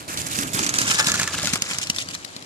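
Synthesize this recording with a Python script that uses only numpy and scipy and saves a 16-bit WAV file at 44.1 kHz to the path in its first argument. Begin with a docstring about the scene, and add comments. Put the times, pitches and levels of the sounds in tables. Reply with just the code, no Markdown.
"""A kick scooter rolls past, right to left, on rough asphalt, close to a microphone pair near the ground. Its
small hard wheels rumble, crunch through patches of grit and jolt over stones. Each jolt makes the loose frame
clack, the deck ring and the wheels thud; some strong jolts add a hollow knock of the loose steering joint.
Faint open-air noise lies behind."""
import sys
import numpy as np
from scipy import signal
from scipy.fft import rfft, irfft, next_fast_len
from scipy.io import wavfile
from scipy.ndimage import uniform_filter1d, map_coordinates

SR = 44100
rng = np.random.default_rng(int(sys.argv[2]) if len(sys.argv) > 2 else 0)


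def transcribe(signal):
    """Save signal, clipped to [-1, 1], as a 16-bit WAV file at the path in sys.argv[1]."""
    frames = np.atleast_2d(signal).T
    limited = np.clip(frames, -1, 1)
    pcm = np.round(limited * 32767).astype(np.int16)
    wavfile.write(sys.argv[1], SR, pcm)


N = 108045
TIME_S, FFT_SIZE = np.arange(N) / SR, next_fast_len(N + 8192, True)
FREQS_HZ = np.maximum(np.arange(FFT_SIZE // 2 + 1) * SR / FFT_SIZE, 1)
IMPACT_RISE_S = 0.0007

# jolts over stones: start_s, clack_db, deck_db, thud_db, ping_hz
JOLTS = [(0.1734, -11.5, -32, -47, 4240), (0.2672, -16, -42, -40, 6120), (0.3876, -7.5, -37, -21, 7750),
         (0.5461, -15, -31, -25.5, 6500), (0.591, -5, -22, -29, 6120), (0.6646, -7, -47, -40, 5850),
         (0.6918, -8, -47, -41, 6210), (0.74, -8.5, -25, -47, 7080), (0.7858, -2, -23, -33, 6030),
         (0.8156, -4.5, -30, -26.5, 6220), (0.878, -12, -27, -48, 7800), (0.8994, -7, -22, -28.5, 3100),
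         (0.9113, -4.5, -24.5, -37, 3120), (0.9444, -8, -46, -32, 7150), (0.9863, -14, -20.5, -38, 5300),
         (0.9946, -3.5, -25, -35, 5230), (1, -8, -24, -51, 5300), (1.0088, -14, -27, -47, 7000),
         (1.026, -15, -43, -42, 5060), (1.0441, -11, -40, -32, 5570), (1.07, -3, -22, -22, 6240),
         (1.0834, -7.5, -22, -37, 5000), (1.1178, -4.5, -28, -28, 6540), (1.1408, -7, -31, -33, 7200),
         (1.154, -10.5, -28, -35, 6630), (1.1973, -4.5, -26.5, -28, 6530), (1.2156, -11.5, -27, -27, 6360),
         (1.2311, -8, -29.5, -32, 4600), (1.276, -9, -25.5, -36, 6570), (1.3412, -15, -25.5, -32.5, 3700),
         (1.3871, -20, -24.5, -33, 5440), (1.4306, -10, -30, -30, 4040), (1.445, -12, -34, -26.5, 5200),
         (1.4562, -8, -44, -27, 6500), (1.4716, -7.5, -31, -33, 6780), (1.5345, -2.5, -24.5, -19, 6770),
         (1.5562, -8.5, -22.5, -43, 3560), (1.6207, -2, -37, -32, 6800), (1.7107, -12.5, -27.5, -30, 6730),
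         (1.7851, -9, -46, -31, 6230), (1.8708, -15.5, -55, -43, 4340), (1.8993, -2, -48, -24.5, 5930),
         (1.962, -13.5, -40, -48, 5600), (1.9847, -12.5, -35.5, -36, 4450), (2.0871, -17, -38, -38, 4620),
         (2.1498, -14.5, -33, -50, 4160), (2.2477, -15, -45, -39, 4010), (2.364, -19.5, -48, -36.5, 4150),
         (2.4238, -25, -56, -42, 4020)]
# clack and knock spectrum: freq_hz, gain_db
CLACK_COLOUR = [(900, -14), (2000, 1.5), (3000, 2), (4400, 1), (5800, 4), (7100, -1), (8600, -2),
                (10500, -5), (12000, -12), (14500, -14.5), (16000, -61)]
# crushed sand spectrum: freq_hz, gain_db
SAND_COLOUR = [(3000, -6), (7000, -4), (10000, 0), (12000, -3.5), (14500, -10.5), (16000, -68)]


def from_db(db):
    """Decibels to gain."""
    return 10 ** (np.asarray(db) / 20)


def unit_rms(x):
    """Scale to rms 1."""
    return x / np.sqrt(np.mean(x ** 2) + 1e-20)


def in_time(rows):
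    """Value columns of a time curve at every sample."""
    time_s, *columns = np.transpose(rows)
    return [np.interp(TIME_S, time_s, column) for column in columns]


def at_hz(points):
    """Spectrum at every FFT bin."""
    hz, value = np.transpose(points)
    return np.interp(np.log(FREQS_HZ), np.log(hz), value)


def through(x, response):
    """Filter by a frequency response."""
    return irfft(rfft(x, FFT_SIZE) * response, FFT_SIZE)[..., :N]


def minimum_phase(colour):
    """Causal response of a colour, unit power gain."""
    gain = unit_rms(from_db(at_hz(colour)))
    cepstrum = irfft(np.log(gain), FFT_SIZE)
    cepstrum[1:FFT_SIZE // 2] *= 2
    cepstrum[FFT_SIZE // 2 + 1:] = 0
    return np.exp(rfft(cepstrum))


def decay(kicks, decay_s):
    """Exponential tail on each kick."""
    return signal.lfilter([1], [1, -np.exp(-1 / (decay_s * SR))], kicks + 1e-18)


def ring(x, hz, t60_s):
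    """One damped mode."""
    radius, angle = from_db(-60 / (t60_s * SR)), 2 * np.pi * hz / SR
    return signal.lfilter([np.sin(angle)], [1, -2 * radius * np.cos(angle), radius ** 2], x + 1e-18)


def steady(x, window_samples):
    """Hold the running rms at 1."""
    return x / np.sqrt(uniform_filter1d(x ** 2, window_samples, axis=-1) + 1e-9)


def grains(per_s, spread_db, decay_s):
    """Tiny random impacts as noise bursts: (common, left, right), rms 1."""
    sizes = from_db(spread_db * np.minimum(rng.exponential(1, N), 3.5))
    power = sizes ** 2 * (rng.random(N) < per_s / SR)
    bursts = np.sqrt(decay(power, decay_s)) * rng.standard_normal((3, N))
    return steady(bursts, window_samples=800)


def jolt_kicks(column, gain_db):
    """One impulse per jolt, sized by the named level column."""
    start_s, clack_db, deck_db, thud_db, _ = np.transpose(JOLTS)
    level_db = {"clack": clack_db, "deck": deck_db, "thud": thud_db}[column]
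    kicks = np.zeros(N)
    np.add.at(kicks, (start_s * SR).astype(int), from_db(level_db + gain_db))
    return kicks


def microphones(sound, colour):
    """Colour (common, left, right) into stereo; lag and shading follow the scooter's direction."""
    # direction: time_s, left_lag_ms, treble_left_minus_right_db
    path = [(0, 0.42, -3), (.4, 0.38, -4.5), (.7, 0.31, -4.5), (.95, 0.22, -1), (1.22, 0.071, -3),
            (1.5, -0.12, 0.5), (1.9, -0.21, 0), (2.45, -0.33, 2.5)]
    # left-right likeness: freq_hz, common_power_share
    likeness = [(30, 0.52), (100, 0.96), (300, 1), (800, 0.81), (1600, 0.75), (2800, 0.7), (4500, 0.26),
                (7000, 0.12), (14000, 0.19)]
    # static balance: freq_hz, left_minus_right_db
    balance = [(60, -3.5), (150, -3), (350, -0.5), (800, 0), (1600, 4), (2800, 5.5), (4300, 6.5), (5500, 4),
               (7000, -9.5), (10000, -5.5), (14000, -8)]
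    # depth of directional shading: freq_hz, share
    swing = [(100, 0.11), (1000, 0.091), (3000, 1), (7000, 1), (12000, 0.31)]
    lag_ms, pan_db = in_time(path)
    share, response = np.clip(at_hz(likeness), 0, 0.99), minimum_phase(colour)
    sides = np.array([[1], [-1]])
    common = through(sound[0], response * np.sqrt(share))
    shift_samples = lag_ms / 1000 * SR / 2
    pair = np.array([map_coordinates(common, [np.arange(N) - side * shift_samples]) for side in (1, -1)])
    pair += through(sound[1:], response * np.sqrt(1 - share))
    pair = through(pair, from_db(sides * at_hz(balance) / 2))
    return pair + through(pair, at_hz(swing)) * (from_db(sides * pan_db / 2) - 1)


def pebbles(per_s=520, spread_db=1.0, low_hz=2500, high_hz=8200, pitches=24, t60_cycles=31):
    """Stone chips snap under the wheel, each with a short ping; rms 1."""
    hits = rng.random(N) < per_s / SR
    sizes = from_db(spread_db * np.minimum(rng.exponential(1, N), 3))
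    snaps = hits * sizes * rng.choice([-1, 1], (3, N))
    pitch_index = rng.integers(0, pitches, N)
    return unit_rms(sum(ring(snaps * (pitch_index == k), hz, t60_cycles / hz)
                        for k, hz in enumerate(np.geomspace(low_hz, high_hz, pitches))))


def grit(roll_gain_db=-2.5, patch_gain_db=-1.5, pebble_db=-5, attack_s=0.002, release_s=0.0055):
    """Grit, chips and sand crackle under the wheels, louder in coarse patches and climbing a stone."""
    # fine grit: time_s, level_db
    roll_level = [(0, -41), (.07, -53.5), (.12, -40.5), (.4, -34.5), (.51, -41), (.6, -30), (.72, -36),
                  (.85, -28.5), (1.1, -29.5), (1.3, -34.5), (1.5, -30.5), (1.6, -41), (1.66, -33.5),
                  (1.9, -39.5), (2.06, -41.5), (2.45, -47.5)]
    # coarse patches: start_s, length_s, level_db
    patches = [(0.078, 0.066, -37), (0.172, 0.048, -32.5), (0.264, 0.007, -29.5), (0.31, 0.029, -32.5),
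               (0.346, 0.089, -31), (0.469, 0.02, -35.5), (0.531, 0.048, -30.5), (0.58, 0.04, -32.5),
               (0.628, 0.019, -26), (0.662, 0.015, -28), (0.688, 0.018, -30), (0.736, 0.036, -27),
               (0.787, 0.043, -25.5), (0.869, 0.025, -24), (0.903, 0.012, -19.5), (0.913, 0.043, -25.5),
               (0.979, 0.031, -23), (1.057, 0.045, -24), (1.144, 0.015, -28.5), (1.173, 0.07, -29.5),
               (1.328, 0.024, -29), (1.373, 0.023, -30), (1.415, 0.086, -32.5), (1.528, .016, -23.5),
               (1.552, 0.024, -32), (1.686, 0.064, -30.5), (1.812, 0.027, -28), (1.946, 0.056, -36),
               (1.981, 0.045, -31), (2.101, 0.014, -35.5), (2.133, 0.018, -33)]
    # sand ticks, strongest on the approach: time_s, re_grit_db
    sand_level = [(0, 0), (.5, -2), (.55, 2), (.61, -11), (1.0, -19), (1.55, -12.5), (1.8, -30)]
    # grit spectrum: freq_hz, gain_db
    grit_colour = [(900, -35.5), (1900, -3), (2700, -6.5), (3600, -4), (5000, -2.5), (6200, -1.5),
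                   (7200, -0.5), (8600, -7), (10500, -11.5), (12000, -17), (14500, -29), (16000, -63)]
    power = from_db(roll_gain_db + in_time(roll_level)[0]) ** 2
    for start_s, length_s, level_db in patches:
        attack = np.clip((TIME_S - start_s) / attack_s, 0, 1)
        release = np.exp(-np.maximum(TIME_S - start_s - length_s, 0) / release_s)
        power += (from_db(patch_gain_db + level_db) * attack * release) ** 2
    climbs = decay(jolt_kicks("clack", gain_db=-25)[::-1], decay_s=0.0029)[::-1]  # swell into each jolt
    level = np.sqrt(power + climbs ** 2)
    crunch = grains(per_s=1500, spread_db=1.2, decay_s=0.00065) + from_db(pebble_db) * pebbles()
    sand = from_db(in_time(sand_level)[0]) * grains(per_s=970, spread_db=5.0, decay_s=0.0012)
    return microphones(level * crunch, grit_colour) + microphones(level * sand, SAND_COLOUR)


def deck(rattle_gain_db=-3, modes_db=-15, far_db=-16, nearest_s=1.05, near_span_s=0.33):
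    """Road and jolts shake the metal deck; its long rings stand out while it is close."""
    # rattle: time_s, level_db
    rattle_level = [(0, -40), (.07, -48.5), (.1, -32.5), (.2, -37), (.29, -36.5), (.43, -30.5),
                    (.51, -41.5), (.56, -29.5), (.72, -32), (.91, -30.5), (1.1, -32.5), (1.31, -36),
                    (1.48, -34), (1.6, -41.5), (1.72, -34), (1.86, -42.5), (2.45, -48)]
    # deck and steering tube modes: pitch_hz, gain_db
    frame_modes = [(895, -0.5), (1395, 5.5), (1635, 2), (1708, 11), (1745, 12), (2690, 6)]
    # deck spectrum: freq_hz, gain_db
    deck_colour = [(250, -16.5), (450, -5.5), (700, -6), (900, -3.5), (1100, 1), (1400, 1), (1540, 0),
                   (1710, -0.5), (1950, -3.5), (2300, -1), (3500, -16.5), (8000, -57)]
    rattle_gain = from_db(rattle_gain_db + in_time(rattle_level)[0])
    rattle = rattle_gain * grains(per_s=460, spread_db=2.5, decay_s=0.0059)
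    jolt_envelope = decay(jolt_kicks("deck", gain_db=-1.5), decay_s=0.0073)
    shake = rattle + jolt_envelope * steady(rng.standard_normal((3, N)), window_samples=64)
    nearness = 1 / (1 + ((TIME_S - nearest_s) / near_span_s) ** 2)
    drive = shake * from_db(far_db * (1 - nearness))
    rings = sum(from_db(gain_db) * ring(drive, hz, t60_s=0.08) for hz, gain_db in frame_modes)
    return microphones(shake + from_db(modes_db) * np.std(shake) * unit_rms(rings), deck_colour)


def wheels(rumble_gain_db=-1.5):
    """Asphalt bumps make the loaded wheels rumble and the deck boom; each stone gives one thud."""
    # wheel rumble: time_s, level_db
    rumble_level = [(0, -44), (.055, -50), (.08, -35.5), (.12, -39.5), (.2, -32.5), (.26, -39), (.42, -34),
                    (.51, -36.5), (.56, -34), (.62, -36), (.68, -35), (.74, -37.5), (.81, -32.5),
                    (.96, -36), (1.23, -34), (1.29, -39.5), (1.46, -35), (1.6, -40.5), (2.1, -45),
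                    (2.2, -51), (2.45, -54)]
    # hollow deck boom on the approach: time_s, level_db
    boom_level = [(0, -49), (.3, -49), (.41, -31), (.52, -45.5), (.615, -28.5), (.7, -41.5), (.83, -36.5),
                  (.95, -52)]
    # rumble, boom and thud spectra: freq_hz, gain_db
    rumble_colour = [(25, -56), (50, -16), (85, 0), (120, 0.5), (170, 1.5), (220, -7), (290, -4.5),
                     (400, -9), (700, -11.5), (2000, -60)]
    boom_colour = [(120, -29), (230, -7.5), (285, -1.5), (335, -7), (430, -20.5), (1200, -42)]
    thud_colour = [(30, -24), (70, -14.5), (110, -7), (175, 0), (250, -3.5), (350, -20), (700, -25.5),
                   (2000, -27)]
    rumble_gain = from_db(rumble_gain_db + in_time(rumble_level)[0])
    rumble = rumble_gain * grains(per_s=300, spread_db=1.5, decay_s=0.0049)
    boom = from_db(in_time(boom_level)[0]) * steady(rng.standard_normal((3, N)), window_samples=64)
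    thuds = np.outer([1, 0, 0], jolt_kicks("thud", gain_db=22.5))
    return (microphones(rumble, rumble_colour) + microphones(boom, boom_colour)
            + microphones(thuds, thud_colour))


def air(level_db=-45.5, drift_db=0.4, drift_hz=10):
    """Faint outdoor noise, its level wavering slightly."""
    # background spectrum: freq_hz, gain_db
    air_colour = [(25, -17), (90, -4.5), (300, -5.5), (700, -2.5), (1500, -16.5), (4000, -11), (7000, -21),
                  (11000, -21), (16000, -98)]
    drift = unit_rms(through(rng.standard_normal(N), 1 / (1 + (FREQS_HZ / drift_hz) ** 2)))
    noise = through(rng.standard_normal((2, N)), minimum_phase(air_colour))
    return from_db(level_db + drift_db * drift) * noise


def clacks(crack_db=-9, crack_s=0.0018, tail_db=-11, tail_s=0.0064,
           ping_db=-12, ping_t60_s=0.018, tick_db=-14.5, tick_s=0.00007):
    """Each jolt: a bright tick of crushed stone, a crack with a noisy tail and a brief ping."""
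    # ping partials: pitch_ratio, gain_db
    ping_modes = [(.78, -7.5), (1, -0.5), (1.27, -7.5)]
    cracks, ticks = np.zeros((2, 3, N + SR))
    t = np.arange(2400) / SR
    rise = np.minimum(t / IMPACT_RISE_S, 1)
    tail = from_db(tail_db) * np.exp(-t / tail_s)
    crack_envelope = from_db(crack_db) * rise * (np.exp(-t / crack_s) + tail)
    ping_envelope = rise * from_db(ping_db - 60 * t / ping_t60_s)
    for start_s, level_db, _, _, ping_hz in JOLTS:
        crack_noise, tick_noise = rng.standard_normal((2, 3, len(t)))
        ping = sum(from_db(gain_db) * np.sin(2 * np.pi * (ratio * ping_hz * t + rng.random((3, 1))))
                   for ratio, gain_db in ping_modes)
        span = int(start_s * SR) + np.arange(len(t))
        cracks[:, span] += from_db(level_db) * (crack_envelope * crack_noise + ping_envelope * ping)
        ticks[:, span] += from_db(level_db + tick_db) * np.exp(-t / tick_s) * tick_noise
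    return microphones(cracks[:, :N], CLACK_COLOUR) + microphones(ticks[:, :N], SAND_COLOUR)


def steering_knocks(t60_s=0.05):
    """Some strong jolts knock the loose steering joint with a brief hollow ring, each at its own pitch."""
    # hollow knocks: start_s, level_db, pitch_hz
    strikes = [(0.9962, -12.5, 1464), (1.0, -10.5, 877), (1.089, -17, 1306), (1.141, -13.5, 1406),
               (1.195, -17, 1705), (1.275, -19, 1734), (1.436, -12.5, 605), (1.472, -17.5, 1418),
               (1.899, -26, 2950)]
    rings = np.zeros(N)
    for start_s, level_db, pitch_hz in strikes:
        t = np.maximum(TIME_S - start_s, 0)
        envelope = np.minimum(t / IMPACT_RISE_S, 1) * from_db(level_db - 60 * t / t60_s)
        rings += envelope * np.sin(2 * np.pi * pitch_hz * t)
    return microphones(np.outer([1, 0, 0], rings), CLACK_COLOUR)


def scene():
    """Passing scooter over the background."""
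    return grit() + clacks() + steering_knocks() + deck() + wheels() + air()


def record(dry):
    """Soft clip, then steep low-pass."""
    ceiling, stopband_hz = 1.3, 16300
    lowpass = signal.cheby2(14, 70, stopband_hz, fs=SR, output="sos")
    return signal.sosfilt(lowpass, ceiling * np.tanh(dry / ceiling))


dry = scene()
out = record(dry)
transcribe(out)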